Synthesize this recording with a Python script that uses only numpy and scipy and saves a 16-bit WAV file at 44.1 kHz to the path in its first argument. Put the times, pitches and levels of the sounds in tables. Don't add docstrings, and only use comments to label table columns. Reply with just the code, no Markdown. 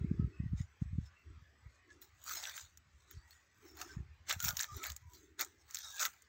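import sys
import numpy as np
from scipy import signal
from scipy.fft import rfft, irfft
from scipy.io import wavfile
from scipy.ndimage import uniform_filter1d

SR = 44100
rng = np.random.default_rng(int(sys.argv[2]) if len(sys.argv) > 2 else 0)


def unload_wav(signal):
    wavfile.write(
        sys.argv[1],
        SR,
        np.round(np.clip(np.atleast_2d(signal).T, -1, 1) * 32767).astype(np.int16),
    )


N = 276948
BODY_TOP_HZ, GRIT_FOOT_HZ = 2800, 10000


def gain_of(db):
    return 10 ** (np.asarray(db) / 20)


def unit_rms(x):
    return x / np.sqrt(np.mean(x ** 2) + 1e-20)


def spectrum_db(points, hz):
    point_hz, db = np.transpose(points)
    return np.interp(np.log(hz + 1), np.log(point_hz + 1), db)


def gain_curve(points):
    return gain_of(np.interp(np.arange(N) / SR, *np.transpose(points)))


def drift(samples):
    return unit_rms(uniform_filter1d(uniform_filter1d(rng.standard_normal(N), samples), samples))


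def patches(frames, bins, patch_bins, patch_frames):
    field = rng.standard_normal((frames, bins)).T
    return unit_rms(uniform_filter1d(uniform_filter1d(field, patch_bins, 0), patch_frames, 1))


def band_noise(hz, half_width_hz, size=N):
    offset = (np.fft.rfftfreq(size, 1 / SR) - hz) / half_width_hz
    return unit_rms(irfft(rfft(rng.standard_normal(size)) / (1 + offset ** 4), size))


def swells(full_s, hold_s, rise_s, fall_s):
    t = np.arange(0, N, 16) / SR - np.reshape(full_s, (-1, 1))
    hold, rise, fall = (np.reshape(v, (-1, 1)) + 1e-3 for v in (hold_s, rise_s, fall_s))
    return gain_of(60 * np.minimum(np.minimum(t / rise, (hold - t) / fall), 0))


def summed_gain(db, power):
    return np.interp(np.arange(N), np.arange(0, N, 16), np.sqrt(gain_of(2 * db) @ power))


# (frequency [Hz], relative density [dB])
TREETOP_SPECTRUM = [(88, -58), (150, -3.5), (622, -9), (919, -7.5), (1160, -1), (1550, -2.5), (1930, 0.5),
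                    (3140, -11), (6700, -15.5), (7830, -21.5), (9340, -42.5), (14900, -25.5),
                    (15800, -31.5)]
# (time [s], level [dB])
BREEZE = [(0, -69), (.6, -72.5), (1.3, -71.5), (2.0, -73), (2.85, -75), (3.4, -74.5), (4.15, -72),
          (5.3, -77), (6.28, -74)]


def treetops():
    frames, hz = N // 256 + 5, np.fft.rfftfreq(1024, 1 / SR)
    real, imag = rng.standard_normal((frames, 513, 2)).T
    top = 1 / (1 + (GRIT_FOOT_HZ / (hz[:, None] + 1)) ** 8)
    flicker_db = 3.5 * top * np.resize(drift(400)[::256], frames)
    streak_db = 3.8 * (1 - top) * patches(frames, 513, 3, 14)
    stft = (real + 1j * imag) * gain_of(spectrum_db(TREETOP_SPECTRUM, hz)[:, None] + streak_db + flicker_db)
    hiss = signal.istft(stft, nperseg=1024, noverlap=768)[1][:N]
    return unit_rms(hiss) * gain_curve(BREEZE)


def thin_hiss(level_db=-92.5, waver_db=4.0):
    return band_noise(hz=7800, half_width_hz=60) * gain_of(level_db + waver_db * drift(3000))


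# (time at full level [s], hold [s], level [dB])
RUSHES = [(0.0, 0.26, -59.5), (0.285, 0.045, -63.5), (1.259, 0.051, -72.5), (1.888, 0.15, -73),
          (2.306, 0.062, -72.5), (3.1, 0.035, -71.5), (3.644, 0.34, -66), (4.29, .01, -70.5),
          (4.76, 0.058, -64.5), (5.154, 0.15, -67.5), (5.409, 0.0087, -59), (5.508, 0.076, -74.5)]


def hollow_rush(floor_db=-96, waver_db=2.0):
    full_s, hold_s, db = np.transpose(RUSHES)
    power = swells(full_s, hold_s, rise_s=0.092, fall_s=0.13)
    flow = np.hypot(summed_gain(db, power), gain_of(floor_db))
    return band_noise(hz=344.3, half_width_hz=79) * flow * gain_of(waver_db * drift(900))


# (frequency [Hz], relative density [dB])
RUMBLE_SPECTRUM = [(12, -32), (20, -19), (54, -6), (75, 7.5), (100, -5.5), (141, -14), (199, -29),
                   (260, -40.5), (340, -57), (570, -120)]
# (time at full level [s], hold [s], 30 dB fall [s], level [dB])
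GUSTS = [(0.0, 0.19, 0.13, -44.5), (0.194, 0.047, 0.1, -37), (0.411, 0.13, 0.14, -43.5),
         (0.61, 0.027, .1, -52), (0.843, 0.087, .2, -48.5), (0.972, 0.031, 0.13, -43.5),
         (1.272, .015, 0.35, -56), (1.635, 0.031, 0.2, -62), (3.144, .015, 0.2, -56.5),
         (3.967, 0.032, 0.23, -45.5), (4.21, 0.013, .15, -60), (4.35, 0.15, 0.45, -55),
         (4.735, 0.036, 0, -51), (4.902, .015, 0.16, -52.5), (5.028, .05, 0.3, -58)]
# (time [s], level [dB])
RUMBLE_FLOOR = [(0, -76.5), (2.0, -73), (3.05, -66.5), (3.3, -77.5), (3.9, -66.5), (5.2, -72.5),
                (6.28, -74.5)]


def wind_rumble(rise_s=0.073, waver_db=2.5):
    colour = gain_of(spectrum_db(RUMBLE_SPECTRUM, np.fft.rfftfreq(N, 1 / SR)))
    rumble = unit_rms(irfft(rfft(rng.standard_normal(N)) * colour, N))
    full_s, hold_s, fall_s, db = np.transpose(GUSTS)
    gusts = summed_gain(db, swells(full_s, hold_s, rise_s, fall_s))
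    return rumble * np.hypot(gusts, gain_curve(RUMBLE_FLOOR)) * gain_of(waver_db * drift(900))


# (time [s], envelope peak [dB], pitch [Hz])
EDDIES = [(0.014, -29, 107), (0.047, -22, 150), (0.115, -19, 158), (0.141, -33, 122), (0.198, -19, 144),
          (0.228, -29.5, 123), (0.246, -23, 106), (0.275, -35.5, 134), (0.403, -25.5, 130),
          (0.438, -31.5, 135), (0.463, -28.5, 110), (0.495, -37, 87.5), (0.535, -23, 122),
          (0.607, -24.5, 102), (0.822, -22.5, 127), (0.86, -37, 99), (0.913, -35.5, 74), (0.932, -33, 111),
          (0.955, -38, 122), (0.986, -23, 133), (1.013, -34.5, 88), (1.306, -42.5, 67),
          (1.376, -48.5, 88.5), (1.424, -49.5, 96.5), (1.664, -40.5, 73.5), (3.173, -39, 69),
          (3.971, -30, 117), (4.006, -35, 100), (4.366, -40.5, 102), (4.437, -39, 97), (4.459, -34.5, 108),
          (4.499, -40, 91), (4.535, -40.5, 109), (4.721, -42, 83), (4.764, -40, 73)]


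def eddy_bumps(width_cycles=0.23, glide=0.2):
    out, t = np.zeros(N + 4000), np.arange(-2000, 2000) / SR
    for (s, db, hz), phase in zip(EDDIES, rng.random(len(EDDIES))):
        envelope = 1 / np.cosh(t * hz / width_cycles)
        cycles = hz * t - glide * np.log(np.cosh(hz * t)) + phase
        out[round(s * SR):][:4000] += gain_of(db) * envelope * np.cos(2 * np.pi * cycles)
    return out[2000:N + 2000]


# (start [s], length [s], pitch [Hz], level [dB])
SQUEAKS = [(0.16, .13, 1280, -68), (0.291, 0.18, 2586, -73), (0.372, 0.15, 1898, -68),
           (1.041, 0.063, 5280, -72), (1.13, 0.12, 2700, -75), (1.885, 0.059, 1710, -66),
           (2.464, 0.049, 1550, -57), (3.114, 0.36, 1910, -75.5), (3.302, 0.038, 4340, -67.5),
           (3.127, 0.13, 4600, -76.5), (3.644, 0.12, 5450, -69.5), (3.779, 0.076, 738, -58.5),
           (3.753, 0.23, 5310, -66.5), (3.881, 0.074, 1555, -58.5), (4.378, 0.17, 1426, -51.5),
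           (4.667, 0.097, 1216, -55), (4.783, 0.065, 1300, -56), (4.999, 0.19, 987, -71.5),
           (5.132, 0.049, 4360, -68.5), (5.788, 0.18, 3770, -58.5), (5.797, 0.14, 5500, -59.5),
           (5.881, 0.15, 1636, -59.5)]


def squeaks(half_width_ratio=0.031):
    out = np.zeros(N)
    for s, length_s, hz, db in SQUEAKS:
        size = round(length_s * SR)
        whistle = band_noise(hz, half_width_ratio * hz, size=16384)[:size]
        out[round(s * SR):][:size] += gain_of(db) * signal.windows.tukey(size, .6) * whistle
    return out


def minimum_phase(db):
    log_gain = np.log(gain_of(np.maximum(db, db.max() - 100)))
    mirrored = np.concatenate([log_gain, log_gain[-2:0:-1]])
    taps = np.fft.ifft(np.exp(np.conj(signal.hilbert(mirrored)))).real[:2048]
    return taps / np.linalg.norm(taps)


# (frequency [Hz], relative density [dB])
LITTER_SPECTRUM = [(180, -51), (300, -32.5), (343, -31), (573, -12), (853, -7), (1170, -6), (1250, 0.5),
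                   (2050, -5), (2820, -8), (3670, 4), (5030, 0), (6780, 9), (10300, -16), (12900, -3),
                   (15800, 7)]


def litter_filters():
    hz = np.fft.rfftfreq(4096, 1 / SR)
    body = 1 / (1 + (hz / BODY_TOP_HZ) ** 16)
    grit = 1 - 1 / (1 + (hz / GRIT_FOOT_HZ) ** 24)
    return [minimum_phase(spectrum_db(LITTER_SPECTRUM, hz) + 10 * np.log10(abs(share) + 1e-9))
            for share in (1 - body - grit, body, grit)]


def leaf_resonances(x, spread_db=4.5):
    stft = signal.stft(x, nperseg=256, noverlap=192)[2]
    stft *= gain_of(spread_db * patches(stft.shape[1], len(stft), 2, 44))
    return signal.istft(stft, nperseg=256, noverlap=192)[1][:N]


# (time at full level [s], hold [s], 30 dB rise [s], 30 dB fall [s],
# crackle [dB], soil body [dB re crackle], grit [dB re crackle])
TREADS = [(0.585, 0.015, 0.043, 0.085, -63, -4.5, -13), (0.81, 0.027, 0.033, 0.03, -75.5, 3.5, -10),
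          (1.064, .005, 0.16, 0.039, -74, -9, -10), (1.748, .005, 0.15, 0.11, -79.5, -17, -17),
          (1.926, .005, .07, 0.086, -70, -10, -17), (2.018, 0.0059, 0.01, 0.087, -63.5, -7, 6),
          (2.286, 0.089, 0.088, 0.18, -50.5, -3.5, 3), (2.439, 0.047, 0.25, 0.14, -53, -1.5, 0),
          (2.569, .005, 0.13, 0.16, -52.5, -6, -4), (3.017, .005, 0.29, .12, -75.5, -10, -9),
          (3.111, .005, 0.12, 0.27, -69, -1.5, -10), (3.315, .005, 0.18, 0.35, -72, -1.5, -3),
          (3.689, 0.0042, 0.23, .1, -69, 1, 3.5), (3.814, 0.0022, 0.076, 0.042, -49.5, 0, 1),
          (3.851, 0.07, 0.15, 0.14, -68, 2.5, -5), (4.296, 0.015, 0.027, 0.068, -43.5, 2, -2.5),
          (4.428, 0.022, 0.018, 0.084, -52.5, -3, 10), (4.473, 0.012, .12, 0.065, -43.5, -4.5, 6.5),
          (4.609, 0.0026, 0.15, 0.089, -48, -3, 1.5), (4.771, .005, 0.24, 0.33, -58, -5, -4),
          (4.836, 0.027, 0.031, .12, -49, -1.5, 0), (5.143, 0.0061, .11, 0.22, -65.5, -10, 1),
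          (5.397, 0.02, .013, 0.054, -43, -0.5, -4), (5.614, 0.0043, 0.067, 0.081, -75, -7, -4),
          (5.699, .005, 0.066, .2, -64.5, -4, 2), (5.743, 0.23, 0.027, .1, -56.5, -10.5, -2.5),
          (6.008, .048, 0.052, 0.048, -40.5, -3, 1.5), (6.22, .005, 0.07, 0.18, -76.5, -25, -4)]


def leaf_crunch(fractures_per_s=500, spread_db=3.0, grain_s=0.0011, settle_db=-18.5, settle_fall_s=0.21):
    sizes = gain_of(spread_db * np.minimum(rng.exponential(1, N), 4))
    fractures = sizes * (rng.random(N) < fractures_per_s / SR)
    grain = np.exp(-np.arange(600) / SR / grain_s)
    bursts = np.sqrt(abs(signal.oaconvolve(fractures ** 2, grain)[:N]))
    sliding = gain_of(2.0 * drift(200))
    drive = unit_rms((unit_rms(bursts) + sliding) * rng.standard_normal(N))
    full_s, hold_s, rise_s, fall_s, crackle_db, body_db, grit_db = np.transpose(TREADS)
    settling = gain_of(2 * settle_db) * swells(full_s, hold_s, rise_s, settle_fall_s)
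    power = swells(full_s, hold_s, rise_s, fall_s) + settling
    bands = [signal.oaconvolve(drive * summed_gain(crackle_db + db, power), taps)[:N]
             for db, taps in zip((0, body_db, grit_db), litter_filters())]
    return leaf_resonances(sum(bands))


# (time [s], crack level [dB], ring pitch [Hz], grit [dB re crack])
TWIG_BREAKS = [(1.9038, -65, 1770, -21), (2.0176, -68, 3500, 23), (2.2405, -53, 7540, 7),
               (2.2936, -44.5, 1720, 6), (2.439, -38.5, 3960, -14), (2.4534, -42, 2700, -9),
               (2.472, -46, 1660, -13), (2.495, -45.5, 1670, 5), (2.5673, -45, 6440, 2),
               (2.5781, -44, 1607, 2), (2.5956, -50.5, 1550, -14), (2.7736, -51.5, 7000, 0),
               (3.1112, -58, 1790, 16.5), (3.3082, -59, 4220, 4), (3.7708, -59, 1460, 13),
               (3.8152, -43, 6140, -15), (3.906, -68, 1440, -27), (4.2953, -37, 6460, 4.5),
               (4.302, -34.5, 1536, -9), (4.3083, -34.5, 1320, -3), (4.3119, -31.5, 3460, -17),
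               (4.3266, -34.5, 7000, 3.5), (4.3943, -53, 5900, .4), (4.4029, -43.5, 1490, 9),
               (4.4025, -36.5, 6900, -2), (4.416, -48, 6950, 7), (4.4256, -39.5, 7160, 7),
               (4.442, -40, 1500, -4), (4.448, -31.5, 6930, 3), (4.457, -37, 5700, 2),
               (4.483, -34, 1270, 8.5), (4.489, -29.5, 5520, -13), (4.5, -41, 6100, 0),
               (4.5067, -40.5, 1220, 7), (4.5694, -33, 5320, 2), (4.5929, -34, 4040, 4),
               (4.6032, -35, 6960, -5), (4.609, -30.5, 7600, -1), (4.624, -41.5, 4130, 6),
               (4.632, -33.5, 6800, -5), (4.6428, -40, 1765, 1), (4.7667, -59, 5270, 19.5),
               (4.832, -41, 6900, -7), (4.839, -41, 2600, 7), (4.8582, -48, 1430, -10.5),
               (4.867, -47, 4400, 14.5), (4.9015, -40, 4230, 4), (4.9186, -48.5, 6800, 8),
               (4.9639, -46.5, 7400, 5), (5.135, -57.5, 6950, 4), (5.3945, -38, 4200, 3),
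               (5.4102, -34.5, 4690, 12), (5.4174, -41, 4370, -2), (5.4474, -46.5, 8400, 3),
               (5.7094, -48, 6900, 1), (5.746, -35, 7350, -1), (5.756, -38.5, 5330, -1.5),
               (5.77, -40.5, 3980, 1), (5.7875, -44.5, 5800, 3.5), (5.9823, -44.5, 3500, -12),
               (5.995, -36, 3980, -10.5), (6.013, -34.5, 6640, -4), (6.027, -36.5, 2130, 1),
               (6.0526, -31, 2020, 3), (6.061, -43.5, 1166, -5), (6.2213, -58.5, 8500, 2)]


def twig_snaps(ring_db=-7.5, decay_cycles=25.0, log_width=0.32,
               thick_body_db=-2, thin_body_db=-6.5, thin_db_per_octave=-5):
    t, out = np.arange(1300) / SR, np.zeros(N + 1300)
    shiver = gain_of(-11) * np.exp(-t / .004)
    envelope = (np.exp(-t / .0007) + shiver) * np.minimum(t / .0002, 1)
    envelopes = envelope, envelope, envelope ** .7
    noise = rng.standard_normal((len(TWIG_BREAKS), len(t)))
    bands = np.array([signal.fftconvolve(noise * shape, taps[None], axes=1)[:, :len(t)]
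                      for shape, taps in zip(envelopes, litter_filters())])
    ring_hz = np.transpose(TWIG_BREAKS)[2][:, None]
    log_offset = np.log((np.fft.rfftfreq(len(t), 1 / SR) + 1) / ring_hz)
    stem_peak = 1 / (1 + (log_offset / log_width) ** 2)
    bands[:2] = irfft(rfft(bands[:2]) * stem_peak, len(t))
    bands /= np.sqrt(np.mean(bands[..., :70] ** 2, axis=2, keepdims=True))
    for (s, db, hz, grit_db), crack in zip(TWIG_BREAKS, bands.transpose(1, 0, 2)):
        thick = hz < BODY_TOP_HZ
        body_db = thick_body_db if thick else thin_body_db + thin_db_per_octave * np.log2(hz / BODY_TOP_HZ)
        ring_gain = gain_of(db + ring_db + (body_db if thick else 0))
        ring = ring_gain * np.exp(-t * hz / decay_cycles) * np.sin(2 * np.pi * hz * t)
        out[round(s * SR):][:len(t)] += gain_of([db, db + body_db, db + grit_db]) @ crack + ring
    return out[:N]


def scene():
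    background = treetops() + thin_hiss()
    wind = hollow_rush() + wind_rumble() + eddy_bumps()
    feet = squeaks() + leaf_crunch() + twig_snaps()
    return (background + wind + feet)[None]


def record(dry):
    highpass = signal.butter(3, 50, "high", fs=SR, output="sos")
    lowpass = signal.firwin(801, 15800, window=("kaiser", 9), fs=SR)
    return signal.oaconvolve(signal.sosfilt(highpass, dry), lowpass[None], "same")


dry = scene()
out = record(dry)
unload_wav(out)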